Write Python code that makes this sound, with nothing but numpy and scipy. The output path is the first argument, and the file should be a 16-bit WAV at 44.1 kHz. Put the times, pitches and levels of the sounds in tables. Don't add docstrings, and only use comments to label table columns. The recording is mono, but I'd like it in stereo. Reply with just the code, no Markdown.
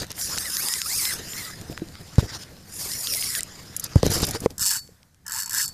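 import sys
import numpy as np
from scipy import signal
from scipy.io import wavfile
from scipy.ndimage import uniform_filter1d

SR = 44100
rng = np.random.default_rng(int(sys.argv[2]) if len(sys.argv) > 2 else 0)


def to_wav(s):
    ch = np.atleast_2d(s).T
    pcm = np.round(np.clip(ch, -1, 1) * 32767)
    wavfile.write(sys.argv[1], SR, pcm.astype(np.int16))


def ratio(d):
    e = np.asarray(d, float) / 20
    return 10 ** e


N = 252894
LIFTED_S = 4.45

# centre in Hz, width in Hz, level in dB.
HOUSING = [(5050, 780, -0.5), (7160, 370, 6), (8650, 1200, 8.5), (9870, 640, 11), (11300, 1400, 3.5),
           (13400, 720, 5.5)]
# frequency in Hz, left minus right in dB.
RUB_LEAN = [(60, -22), (130, 3.5), (290, 32.5), (640, 0), (1410, 7.5), (3100, 11), (6820, -3.5),
            (15000, -33)]
# frequency in Hz, left minus right in dB.
REEL_LEAN = [(290, 12.5), (640, -9.5), (1410, 13.5), (3100, 17), (4600, 17), (5500, 5.5), (6820, -7),
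             (15000, -12)]


def evened(x):
    return x / np.sqrt(np.mean(x ** 2) + 1e-20)


def wander(smooth, shape=N):
    return evened(uniform_filter1d(rng.standard_normal(shape), size=smooth))


def read(points, hz):
    f, value = np.transpose(points)
    return np.interp(np.log(hz + 1), np.log(f + 1), value)


def curves(rows, t):
    s, *columns = np.transpose(rows)
    return [np.interp(t, s, c) for c in columns]


def together(*levels_db):
    return 10 * np.log10(sum(ratio(2 * db) for db in levels_db) + 1e-12)


def add(mix, s, sound):
    part = mix[:, round(s * SR):][:, :sound.shape[1]]
    part += sound[:, :part.shape[1]]


def sides(pan_db):
    lean = ratio(np.array([pan_db, -pan_db]) / 2)
    return lean / np.sqrt((lean ** 2).mean(0))


def colour(x, tone, balance, peaks=()):
    hz = abs(np.fft.fftfreq(2048, 1 / SR))
    resonances = sum(ratio(db) / (1 + (2 * (hz - f) / w) ** 2) for f, w, db in peaks)
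    gain = ratio(read(tone, hz)) * (1 + resonances)
    log_gain = np.log(gain * sides(read(balance, hz)) + 1e-5)
    taps = np.fft.ifft(np.exp(np.conj(signal.hilbert(log_gain)))).real[:, :1024]
    return signal.oaconvolve(x, taps / np.sqrt(np.mean(gain ** 2)), axes=1)[:, :N]


def grit(per_s, spread_db, smooth):
    size = ratio(spread_db * np.minimum(rng.exponential(1, N), 4)) * (rng.random(N) < per_s / SR)
    burst = signal.lfilter([1], [1, -.93], size)
    return evened((evened(burst) + smooth) * rng.standard_normal((2, N)))


def patchy(x, depth_db, sway_db=0):
    hz, _, z = signal.stft(x, SR, nperseg=512)
    field = rng.standard_normal((z.shape[2], z.shape[1])).T
    field = evened(uniform_filter1d(uniform_filter1d(field, size=6, axis=0), size=9, axis=1))
    grasp, damp = wander(10, (2, z.shape[2]))
    off = (hz[:, None] - HOUSING[0][0]) / 800
    sway = (1.6 * off * grasp + .6 * damp) * np.exp(-off ** 2)
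    return signal.istft(z * ratio(depth_db * field + sway_db * sway), nperseg=512)[1][:, :N]


def rub(scrape_db):
    # frequency in Hz, level in dB per Hz.
    rub_tone = [(500, -16), (875, -15), (1900, -12), (2400, -17.5), (3270, -15.5), (5110, 0), (7860, -8),
                (14500, -3)]
    # time in seconds, pressure in dB.
    drags = [
        [(.14, -56), (.2, -33), (.4, -37), (.664, -30), (.84, -36), (.98, -25), (1.14, -33), (1.2, -53)],
        [(1.17, -88), (1.3, -42.5), (1.38, -37), (1.46, -41), (1.6, -61)],
        [(2.52, -105), (2.7, -49.5), (2.8, -35.5), (2.97, -35.5), (3.15, -31), (3.21, -32), (3.39, -31.5),
         (3.415, -65)],
    ]
    # time in seconds, pressure in dB.
    hand_rest = [(0, -51), (1.2, -37), (1.8, -52), (2.14, -46.5), (2.45, -49.5), (2.5, -54.5), (3.3, -41.5),
                 (3.45, -44), (3.8, -49), (3.9, -49), (4.44, -46.5), (4.48, -85), (4.575, -94)]
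    drag_bright_db, hand_bright_db, scrape_bright_db = 0.5, -7, -15
    body_level_db, body_share = -42.5, 0.72
    hand_body_db = 3
    hand_left_db = 5.5

    t = np.arange(N) / SR
    scrape_db = scrape_db + 1.1 * wander(130)
    drag_db = together(*(np.interp(t, *np.transpose(r), left=-120, right=-120) for r in drags))
    grip_db = curves(hand_rest, t)[0]
    hand_db = together(grip_db, scrape_db)
    press_db = together(drag_db, hand_db)
    bright_db = together(drag_db + drag_bright_db, grip_db + hand_bright_db, scrape_db + scrape_bright_db)
    bright_db -= press_db
    body_db = np.minimum(body_level_db + body_share * (press_db + 33) - press_db, 8)
    body_db += together(drag_db, hand_db + hand_body_db) - press_db
    flutter_db = 1.27 * wander(500)

    friction = grit(per_s=170, spread_db=33.0, smooth=12.0)
    sound = patchy(colour(friction, rub_tone, RUB_LEAN, HOUSING), 3.48, sway_db=2)
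    body = signal.sosfilt(signal.butter(4, 3000, "low", fs=SR, output="sos"), sound)
    middle = signal.sosfilt(signal.butter(4, [3000, 7000], "band", fs=SR, output="sos"), sound)
    bright = signal.sosfilt(signal.butter(4, 7000, "high", fs=SR, output="sos"), sound)
    mix = evened(middle) + ratio(bright_db + 2.5) * evened(bright) + ratio(body_db + 0.48) * evened(body)
    covered = ratio([[0], [-hand_left_db]] * ratio(2 * (hand_db - press_db)))
    return ratio(press_db + flutter_db + 2.0) * covered * mix * (t < hand_rest[-1][0])


def scuffs(t):
    # start in seconds, length in seconds, place of the peak 0-1, scrape in dB, thump in dB.
    moves = [(0, 0.058, 0, -30, -27.5), (0.094, 0.032, 0.43, -36.5, -39), (0.248, 0.11, 0.88, -29, -42),
             (0.357, 0.024, 0.84, -27, -39.5), (1.657, 0.11, 0.5, -50.5, -50),
             (1.707, 0.038, 0.4, -63, -43), (2.184, 0.039, 0, -28, -29.5), (2.207, 0.075, 0.26, -39, -39),
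             (2.267, 0.047, 0.86, -34, -63), (2.304, 0.078, 0.68, -32, -43), (2.373, 0.069, 0.85, -36, -63),
             (3.82, 0.052, 0.82, -34, -74), (3.887, 0.07, .6, -40.5, -67), (3.954, 0.078, 0.04, -36, -38),
             (4.019, 0.074, 0.76, -26.5, -22.5), (4.089, 0.18, 0.19, -25, -29.5),
             (4.198, 0.056, 0.85, -22, -24), (4.246, 0.11, 0.4, -34.5, -32.5),
             (4.325, 0.057, 0.48, -27.5, -29.5), (4.405, 0.064, 0.75, -41.5, -38),
             (4.499, 0.031, 0.17, -50, -42.5)]
    roundness = 1.27
    scrape, thump = np.zeros((2, len(t))) + 1e-12
    for start, length, peak, scrape_db, thump_db in moves:
        corners = start + length * np.array([0, np.clip(peak, .02, .98), 1])
        power = np.sin(np.pi / 2 * np.interp(t, corners, [0, 1, 0])) ** (2 * roundness)
        scrape += power * ratio(2 * scrape_db)
        thump += power * ratio(2 * thump_db)
    return 10 * np.log10([scrape, thump])


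def squeak(rows):
    t = np.arange(rows[0][0], rows[-1][0], 1 / SR)
    hz, db = uniform_filter1d(curves(rows, t), size=300, mode="nearest")
    wobble, grip = wander(120, len(t)), wander(170, len(t))
    turns = np.cumsum(hz * (1 + .02 * wobble)) / SR
    octave = .1 + 3.2 / (1 + ((2 * hz - 5150) / 450) ** 2)
    octave += .3 * np.clip(np.gradient(hz) * SR / 12000, 0, 1)
    half = 0.39 / (1 + ((hz - 2650) / 250) ** 2)
    tone = np.sin(2 * np.pi * turns) + octave * np.sin(4 * np.pi * turns) + half * np.sin(np.pi * turns)
    tone += (.12 + half) * np.sin(3 * np.pi * turns)
    tone += half * np.sin(5 * np.pi * turns)
    tone += .3 * np.sin(2 * np.pi * 1.14 * turns) * (wobble > -.3)
    level = ratio(db + 3.5 * np.minimum(grip, 1.5) - 8 * np.clip(-grip - .5, 0, 1))
    return rows[0][0], sides(17.0)[:, None] * level * tone * signal.windows.tukey(len(t), .05)


def snap(s, db, hz):
    # centre in Hz, left minus right in dB.
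    snap_lean = [(1900, 18), (5000, 8), (9000, -31.5)]
    crack = .4 * rng.standard_normal((2, 500)) * ratio(-60 * np.arange(500) / SR / .005)
    crack[:, 0] = 1
    band = [min(hz / 2.6, 2200), min(hz * 1.8, 12000)]
    wide = signal.lfilter(*signal.butter(2, band, "band", fs=SR), crack)
    ring = signal.lfilter(*signal.iirpeak(min(hz, 15000), 2.5, SR), crack)
    both = ring + .22 * wide
    return s + .0007, sides(read(snap_lean, hz))[:, None] * ratio(db + 4) * both / abs(both).max()


def knock(s, db, hz, t60, pan_db):
    # ratio to the ring, level in dB, share of the decay time.
    hull_modes = [(1, 14, 0.42), (2.1, -2, 0.4), (4.1, -28.5, 0.11), (7, -34.5, 0.28), (11, -13, 0.244)]
    dull_db_per_khz = 5.0
    t = np.maximum(np.arange(6000) / SR - np.array([[.0004], [0]]), 0)
    settle, contact = (.63, .58) if hz < 125 else (.97, .08)
    turns = settle * hz * t + contact * (1 - np.exp(-2.4 * hz * t))
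    bend = 1.6 if hz < 200 else 1
    ring = 0
    for k, mode_db, share in hull_modes:
        fade_db = 60 * (t / (t60 * share)) ** bend
        ring = ring + ratio(mode_db - dull_db_per_khz * k * hz / 1000 - fade_db) * np.sin(2 * np.pi * k * turns)
    seat = 1 - np.exp(-9 * hz * t)
    way = -1 if hz > 400 else 1
    return s, way * sides(pan_db)[:, None] * ratio(min(db - 2.5, -2.2)) * ring * seat


def pawl_hits():
    # time in seconds, peak in dB.
    creep = [(3.765, -1.5), (3.797, -3.5), (3.84, -2.5), (4.104, -6), (4.1157, -5.5), (4.124, -17.5),
             (4.1297, -5.5), (4.136, -3.5), (4.1433, -4.5), (4.1505, -7), (4.1565, -5), (4.1659, -14),
             (4.1766, -14), (4.1857, -5.5), (4.2005, -17), (4.219, -5), (4.234, -22.5), (4.2505, -7),
             (4.268, -5), (4.2875, -6.5), (4.3095, -5), (4.404, -11.5)]
    # time in seconds, peak in dB.
    creep_after = [(4.5808, -17), (4.5948, -14), (4.602, -15), (5.2649, -21.5), (5.28, -17), (5.296, -19.5),
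                   (5.309, -19), (5.32, -13), (5.33, -20), (5.337, -15.5), (5.3462, -15), (5.355, -18.5),
                   (5.3625, -15.5), (5.3697, -16), (5.378, -16), (5.386, -14), (5.392, -16), (5.398, -20),
                   (5.4013, -12.5), (5.41, -15), (5.4217, -15), (5.4321, -15.5), (5.443, -24),
                   (5.4593, -17), (5.4743, -32), (5.4777, -24), (5.495, -15), (5.508, -13.5),
                   (5.521, -16.5), (5.5312, -11), (5.5399, -14.5), (5.547, -8.5), (5.5547, -13.5),
                   (5.6406, -13), (5.6477, -16.5), (5.6577, -15), (5.6789, -18), (5.688, -28), (5.695, -39)]
    # time in seconds, peak in dB.
    running = [(4.6083, -13), (4.6132, -13), (4.6179, -11), (4.6227, -13), (4.6267, -9), (4.6335, -11),
               (4.6381, -13), (4.6441, -14), (4.6506, -15), (4.6556, -9), (4.6615, -4), (4.6663, -8),
               (4.6717, -10), (4.6768, -9), (4.6819, -10), (4.6869, -14), (4.6921, -10), (4.7024, -10),
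               (4.7074, -7), (4.7127, -9), (4.7168, -12), (4.7228, -14), (4.7258, -19), (4.7292, -17),
               (4.7333, -13), (4.7367, -15), (4.7444, -15), (4.749, -17), (4.7545, -20), (4.7586, -16),
               (4.7642, -14), (4.7695, -15), (4.7763, -23), (4.782, -24), (4.7884, -31), (4.792, -25),
               (5.5601, -16), (5.5653, -16), (5.5698, -12), (5.5745, -13), (5.5788, -12), (5.5829, -11),
               (5.5908, -14), (5.5946, -14), (5.5985, -16), (5.604, -15), (5.6082, -11), (5.6127, -15),
               (5.6169, -11), (5.6222, -14), (5.6273, -11), (5.6325, -16), (5.636, -22)]
    hits = np.zeros(N)
    for s, db in creep + creep_after + running:
        hits[round(s * SR)] = ratio(db)
    return hits


def clicker(hits):
    # frequency in Hz, level in dB per Hz.
    tone_before = [(1180, -79), (2000, -23.5), (4420, -14), (5190, -4.5), (7450, 1), (8240, -7.5),
                   (10800, 3.5), (15000, -11.5)]
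    tone_after = [(1350, -87), (2300, -31.5), (3950, -11.5), (4700, -1.5), (6630, 0.5), (7460, 4.5),
                  (9080, -3), (14500, -3)]
    # frequency in Hz, left minus right in dB.
    lean_before = [(60, -26), (240, -21.5), (950, 12.5), (3770, 6), (15000, -40.5)]
    # frequency in Hz, level in dB, t60 in seconds, left minus right in dB.
    spool_modes = [(5215, -25.5, 0.028, 4.5), (7710, -31, 0.044, -10.5), (7240, -28, 0.032, -7.5),
                   (2930, -47, 0.05, 10.5), (3750, -47.5, .025, 10.5)]
    t = np.arange(12000) / SR
    bounced = hits + .35 * np.roll(hits, 150) + .1 * np.roll(hits, 390)
    shape = .6 * ratio(-60 * t / .004) + .6 * ratio(-60 * t / .01) + .08 * ratio(-60 * t / .022)
    shape += 0.0014 * ratio(-60 * t / .5)
    shape *= 1 - np.exp(-t / .0003)
    rattle = signal.oaconvolve(bounced, shape)[:N] * rng.standard_normal((2, N))
    after = np.arange(N) > LIFTED_S * SR
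    out = ratio(-8.0) * colour(rattle * ~after, tone_before, lean_before)
    out += ratio(1.0) * colour(rattle * after, tone_after, REEL_LEAN)
    for hz, db, t60, pan_db in spool_modes:
        struck = rattle * np.where(after, 1, 0.029 * (pan_db < 0))
        mode = ratio(db - 60 * t / t60) * np.sin(2 * np.pi * hz * t)
        out += sides(pan_db)[:, None] * signal.oaconvolve(struck, mode[None], axes=1)[:, :N]
    return out


def rings(hits):
    # frequency in Hz, level in dB, t60 in seconds, left minus right in dB.
    long_modes = [(4480, -24.5, 0.31, 23), (7300, -30.5, .2, -18)]
    fill_s = .035
    growth = .8
    t, out = np.arange(N) / SR, np.zeros((2, N))
    struck = hits * np.where(t > LIFTED_S, 1, .02)
    driven = np.minimum(uniform_filter1d(1. * (hits > 0), size=600) * 300, 1)
    for hz, db, t60, pan_db in long_modes:
        store = ratio(-120 * t[:20000] / t60) * (1 - np.exp(-t[:20000] / fill_s))
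        energy = abs(signal.oaconvolve(struck, store)[:N])
        shake, swell = evened(uniform_filter1d(rng.standard_normal((2, N)), size=450, axis=1))
        tone = np.sin(2 * np.pi * np.cumsum(hz + 45 * driven * shake) / SR)
        tone *= ratio(db + 4 * driven * np.minimum(swell, 1))
        heard = np.where(t > LIFTED_S, 1, pan_db < 0)
        out += sides(pan_db)[:, None] * energy ** growth * tone * heard
    return out


def line(hits):
    # time in seconds, level in dB.
    runs = [
        [(4.57, -66), (4.58, -50), (4.612, -39.5), (4.758, -32), (4.83, -68)],
        [(5.252, -51), (5.262, -38), (5.383, -32), (5.477, -40.5), (5.6, -33.5), (5.707, -53), (5.72, -86)],
    ]
    # frequency in Hz, level in dB per Hz.
    whirr_tone = [(600, -61.5), (807, -45.5), (900, -6.5), (1200, -12), (1720, 0.5), (2180, -19.5),
                  (3120, -17), (5280, -120)]
    pulse = 0.34
    t = np.arange(N) / SR
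    friction = grit(per_s=360, spread_db=1.5, smooth=2.5)
    whirr = evened(patchy(colour(friction, whirr_tone, REEL_LEAN), 3.7))
    jolt = signal.oaconvolve(1. * (hits > 0), ratio(-60 * t[:2000] / 0.028))[:N]
    whirr = whirr * (1 - pulse + 2 * pulse * jolt)
    return whirr * sum(ratio(curves(r, t)[0] - 1.0) * (t > r[0][0]) * (t < r[-1][0]) for r in runs)


def sea(thump_db):
    # frequency in Hz, level in dB per Hz.
    rumble_tone = [(18, -8), (30, -13), (85, 0.5), (200, -4.5), (300, -13.5), (600, -41.5)]
    slosh_tone = [(150, -16), (300, 0), (480, -10.5), (700, -9.5), (1200, -27)]
    hiss_tone = [(290, -35.5), (500, -9.5), (1350, -9), (1720, -7), (2800, -18.5), (5090, -12),
                 (14000, -19), (15000, -12.5)]
    # time in seconds, level in dB.
    rumble_level = [(0, -51.5), (.36, -45), (.7, -52.5), (1.3, -44.5), (2.2, -48), (2.5, -50), (3.8, -47.5),
                    (4.4, -44), (4.55, -47), (5.1, -61), (5.73, -51)]
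    hiss_level = [(4.5, -63.5), (4.96, -65.5), (5.2, -72.5), (5.7, -59.5)]
    slosh_db, slosh_lifted_db, thump_slosh_db = -4, -10, -0.5
    thump_left_db = 6
    t = np.arange(N) / SR
    sea_db = curves(rumble_level, t)[0]
    thump_db = thump_db + 4.0 * np.clip(wander(500), -3, 1.5)
    level_db = together(sea_db, thump_db)
    sea_slosh_db = sea_db + np.where(t < LIFTED_S, slosh_db, slosh_lifted_db)
    upper_db = together(sea_slosh_db, thump_db + thump_slosh_db) - level_db
    shared, own, wet = rng.standard_normal(N), rng.standard_normal((2, N)), rng.standard_normal((2, N))
    lumps = ratio(2.23 * wander(1500))
    rumble = colour(lumps * (1.57 * shared + own), rumble_tone, [(60, 1.5), (300, 2.5)])
    hollow = [(478, 81, 0.93)]
    slosh = colour(lumps * (wet + .5 * shared), slosh_tone, [(300, 4.3), (700, 2.5)], hollow)
    hiss = patchy(colour(rng.standard_normal((2, N)), hiss_tone, RUB_LEAN), 1.5)
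    low = evened(rumble) + ratio(upper_db) * evened(slosh)
    low = low * ratio([[0], [-thump_left_db]] * ratio(2 * (thump_db - level_db)))
    return ratio(level_db + 1.5) * low + ratio(curves(hiss_level, t)[0] + 8.5) * evened(hiss)


def scene():
    # time in seconds, pitch in Hz, level in dB.
    squeaks = [
        [(.37, 1850, -53), (.4, 1720, -42.5), (.43, 1800, -47), (.46, 2035, -32.5), (.506, 1480, -44),
         (.55, 1608, -42), (.6, 2195, -37), (.62, 2580, -38.5), (.65, 2690, -50.5)],
        [(.675, 2207, -71), (.69, 1940, -39), (.72, 1870, -37.5), (.755, 2060, -34), (.79, 1720, -42),
         (.83, 1370, -45), (.855, 1233, -49)],
        [(.855, 1217, -32), (.885, 1505, -45), (.91, 2064, -33), (.97, 2700, -41.5), (1.005, 2174, -35.5),
         (1.048, 1933, -39), (1.085, 2120, -32.5), (1.11, 1940, -29.5), (1.135, 1316, -40)],
        [(1.35, 1990, -46), (1.39, 2225, -38), (1.43, 1927, -39.5), (1.48, 2004, -40.5), (1.55, 2040, -48)],
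        [(1.44, 1420, -55), (1.47, 1303, -45), (1.505, 1208, -40)],
        [(2.83, 2707, -54), (2.865, 2200, -35.5), (2.885, 1980, -61), (2.91, 1860, -39.5), (2.935, 2170, -47),
         (2.965, 2180, -42)],
        [(3.04, 2506, -50), (3.085, 2847, -39.5), (3.12, 2590, -39), (3.15, 2250, -47), (3.184, 2040, -30.5),
         (3.215, 2280, -52), (3.245, 2140, -28.5)],
        [(3.245, 2150, -59), (3.27, 2290, -36), (3.3, 1950, -41), (3.33, 2080, -39), (3.36, 1847, -31.5),
         (3.385, 1440, -37), (3.392, 1990, -34), (3.402, 1970, -24)],
    ]
    # time in seconds, pitch in Hz, level in dB.
    whines = [
        [(4.6, 1287, -50), (4.625, 1800, -37), (4.67, 1500, -49), (4.7, 1700, -41), (4.745, 1764, -32),
         (4.78, 1360, -46)],
        [(5.34, 878, -49), (5.36, 891, -39), (5.385, 1097, -45), (5.41, 1150, -49)],
        [(5.53, 803, -43), (5.554, 1198, -51), (5.572, 1766, -26), (5.585, 1800, -48), (5.605, 1806, -28),
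         (5.626, 1550, -41.5), (5.655, 1270, -40)],
    ]
    # time in seconds, peak in dB,
    # centre in Hz.
    snaps = [(0.0194, -22, 4960), (0.0673, -31, 6500), (0.127, -29, 4000), (0.1795, -29, 1400),
             (0.2135, -17, 5000), (0.277, -20, 8400), (0.332, -29, 1400), (0.359, -22, 4800),
             (0.4569, -20, 5290), (0.5477, -18, 5200), (0.756, -17, 6800), (1.796, -34, 1500),
             (1.886, -34, 4500), (2.1845, -21, 1100), (2.187, -19, 900), (2.192, -24, 800),
             (2.194, -22, 1000), (2.1955, -22, 4800), (2.199, -24, 3000), (3.148, -11, 5200),
             (3.934, -32, 4500), (4.109, -26, 700), (4.156, -22, 750), (4.2025, -16, 5000),
             (4.233, -21, 700), (4.349, -24, 850), (4.3575, -21, 900), (0.1042, -23, 5350),
             (0.1161, -19, 7260), (0.3774, -18, 1200), (0.3835, -8, 4910), (0.5681, -9, 5040),
             (0.685, -6, 8000), (0.7377, -6, 5700), (0.8165, -10, 5010), (1.053, -9, 4400),
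             (1.122, -24, 3200), (1.3021, -28, 4940), (1.3335, -23, 2600), (1.4647, -29, 3000),
             (1.727, -34, 2600), (1.6132, -26, 5110), (1.7759, -21, 1920), (1.9535, -26, 1910),
             (2.1565, -28, 5100), (2.1824, -18, 5140), (2.872, -22, 3600), (2.9168, -18, 5180),
             (3.0709, -11, 4000), (3.1368, -8, 5000), (3.225, -18, 3000), (3.3508, -12, 5260),
             (3.4067, -11, 7210), (3.4316, -10, 7800), (3.9574, -22, 6000), (4.0296, -11, 4580),
             (4.0647, -9, 7440), (4.4593, -22, 5000), (4.5052, -31, 5230), (4.8755, -39, 4920),
             (5.03, -39, 4360), (5.1452, -46, 5140)]
    # time in seconds, peak in dB, ring in Hz, t60 in seconds,
    # left minus right in dB.
    knocks = [(1.698, -28, 282, 0.037, 1), (1.819, -29, 336, 0.15, 4), (2.1824, 1, 98.6, 0.048, 16.5),
              (2.229, -26, 430, 0.051, 10), (2.24, -34, 60, 0.07, 3), (2.2247, -27, 110, 0.044, 8),
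              (3.9578, 14, 104, 0.06, 17.5), (4.0312, -6.5, 480, 0.039, 15.5),
              (4.0305, -16, 118, 0.045, 6.5), (4.072, -18.5, 75, 0.026, 0),
              (4.0647, -9.5, 440, 0.025, 10.5), (4.1, -25, 110, 0.043, 21), (4.157, -21.5, 94, 0.032, 24),
              (4.204, -24, 120, 0.017, 18), (4.229, -10, 70, 0.019, 22), (4.229, -22, 480, 0.032, 28),
              (4.346, -29, 430, 0.033, 13), (4.3583, -31, 480, 0.15, 1.5), (4.419, -28.5, 213, 0.049, 7),
              (4.44, -29, 800, 0.022, 6), (2.859, -37, 400, .05, 5), (1.817, -35.5, 180, 0.083, 8),
              (3.978, -32.5, 62, 0.17, 7.5), (4.4598, -3.5, 480, 0.042, 15.5),
              (4.46, -6.5, 131, 0.015, 21.5), (4.615, -34.5, 76, 0.041, 12), (4.89, -47, 470, 0.063, 3)]
    scrape_db, thump_db = scuffs(np.arange(N) / SR)
    hits = pawl_hits()
    mix = rub(scrape_db) + clicker(hits) + rings(hits) + line(hits) + sea(thump_db)
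    for rows in squeaks + whines:
        add(mix, *squeak(rows))
    for row in snaps:
        add(mix, *snap(*row))
    for row in knocks:
        add(mix, *knock(*row))
    return mix


def roll_off(x):
    return signal.sosfilt(signal.butter(12, 15760, fs=SR, output="sos"), x)


def record(dry):
    soft = .94 * np.tanh(dry / .94)
    hz, t, z = signal.stft(soft, SR, nperseg=1024)
    hz = hz[:, None]
    near = uniform_filter1d(abs(z) ** 2, size=7, axis=1)
    hiss = near[:, hz[:, 0] > 4000].mean(axis=(0, 1))
    floor_db = np.where(hz < 950, np.where(t < LIFTED_S, -8.5, -14.0), -13.5)
    masked = (near < ratio(2 * floor_db) * hiss) & (hz > 220) & (hz < 4200)
    soft = signal.istft(z * np.where(masked, .05, 1), SR, nperseg=1024)[1][:, :N]
    lowpass = signal.firwin(255, 14500, window=("kaiser", 8), fs=SR)
    cut = signal.oaconvolve(soft, lowpass[None], "same")
    top = soft - cut
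    sudden = uniform_filter1d(top ** 2, 90) / (uniform_filter1d(top ** 2, 1500) + 1e-12)
    return roll_off(cut + .15 * np.clip(sudden - 3.0, 0, 1) * top)


dry = scene()
out = record(dry)
to_wav(out)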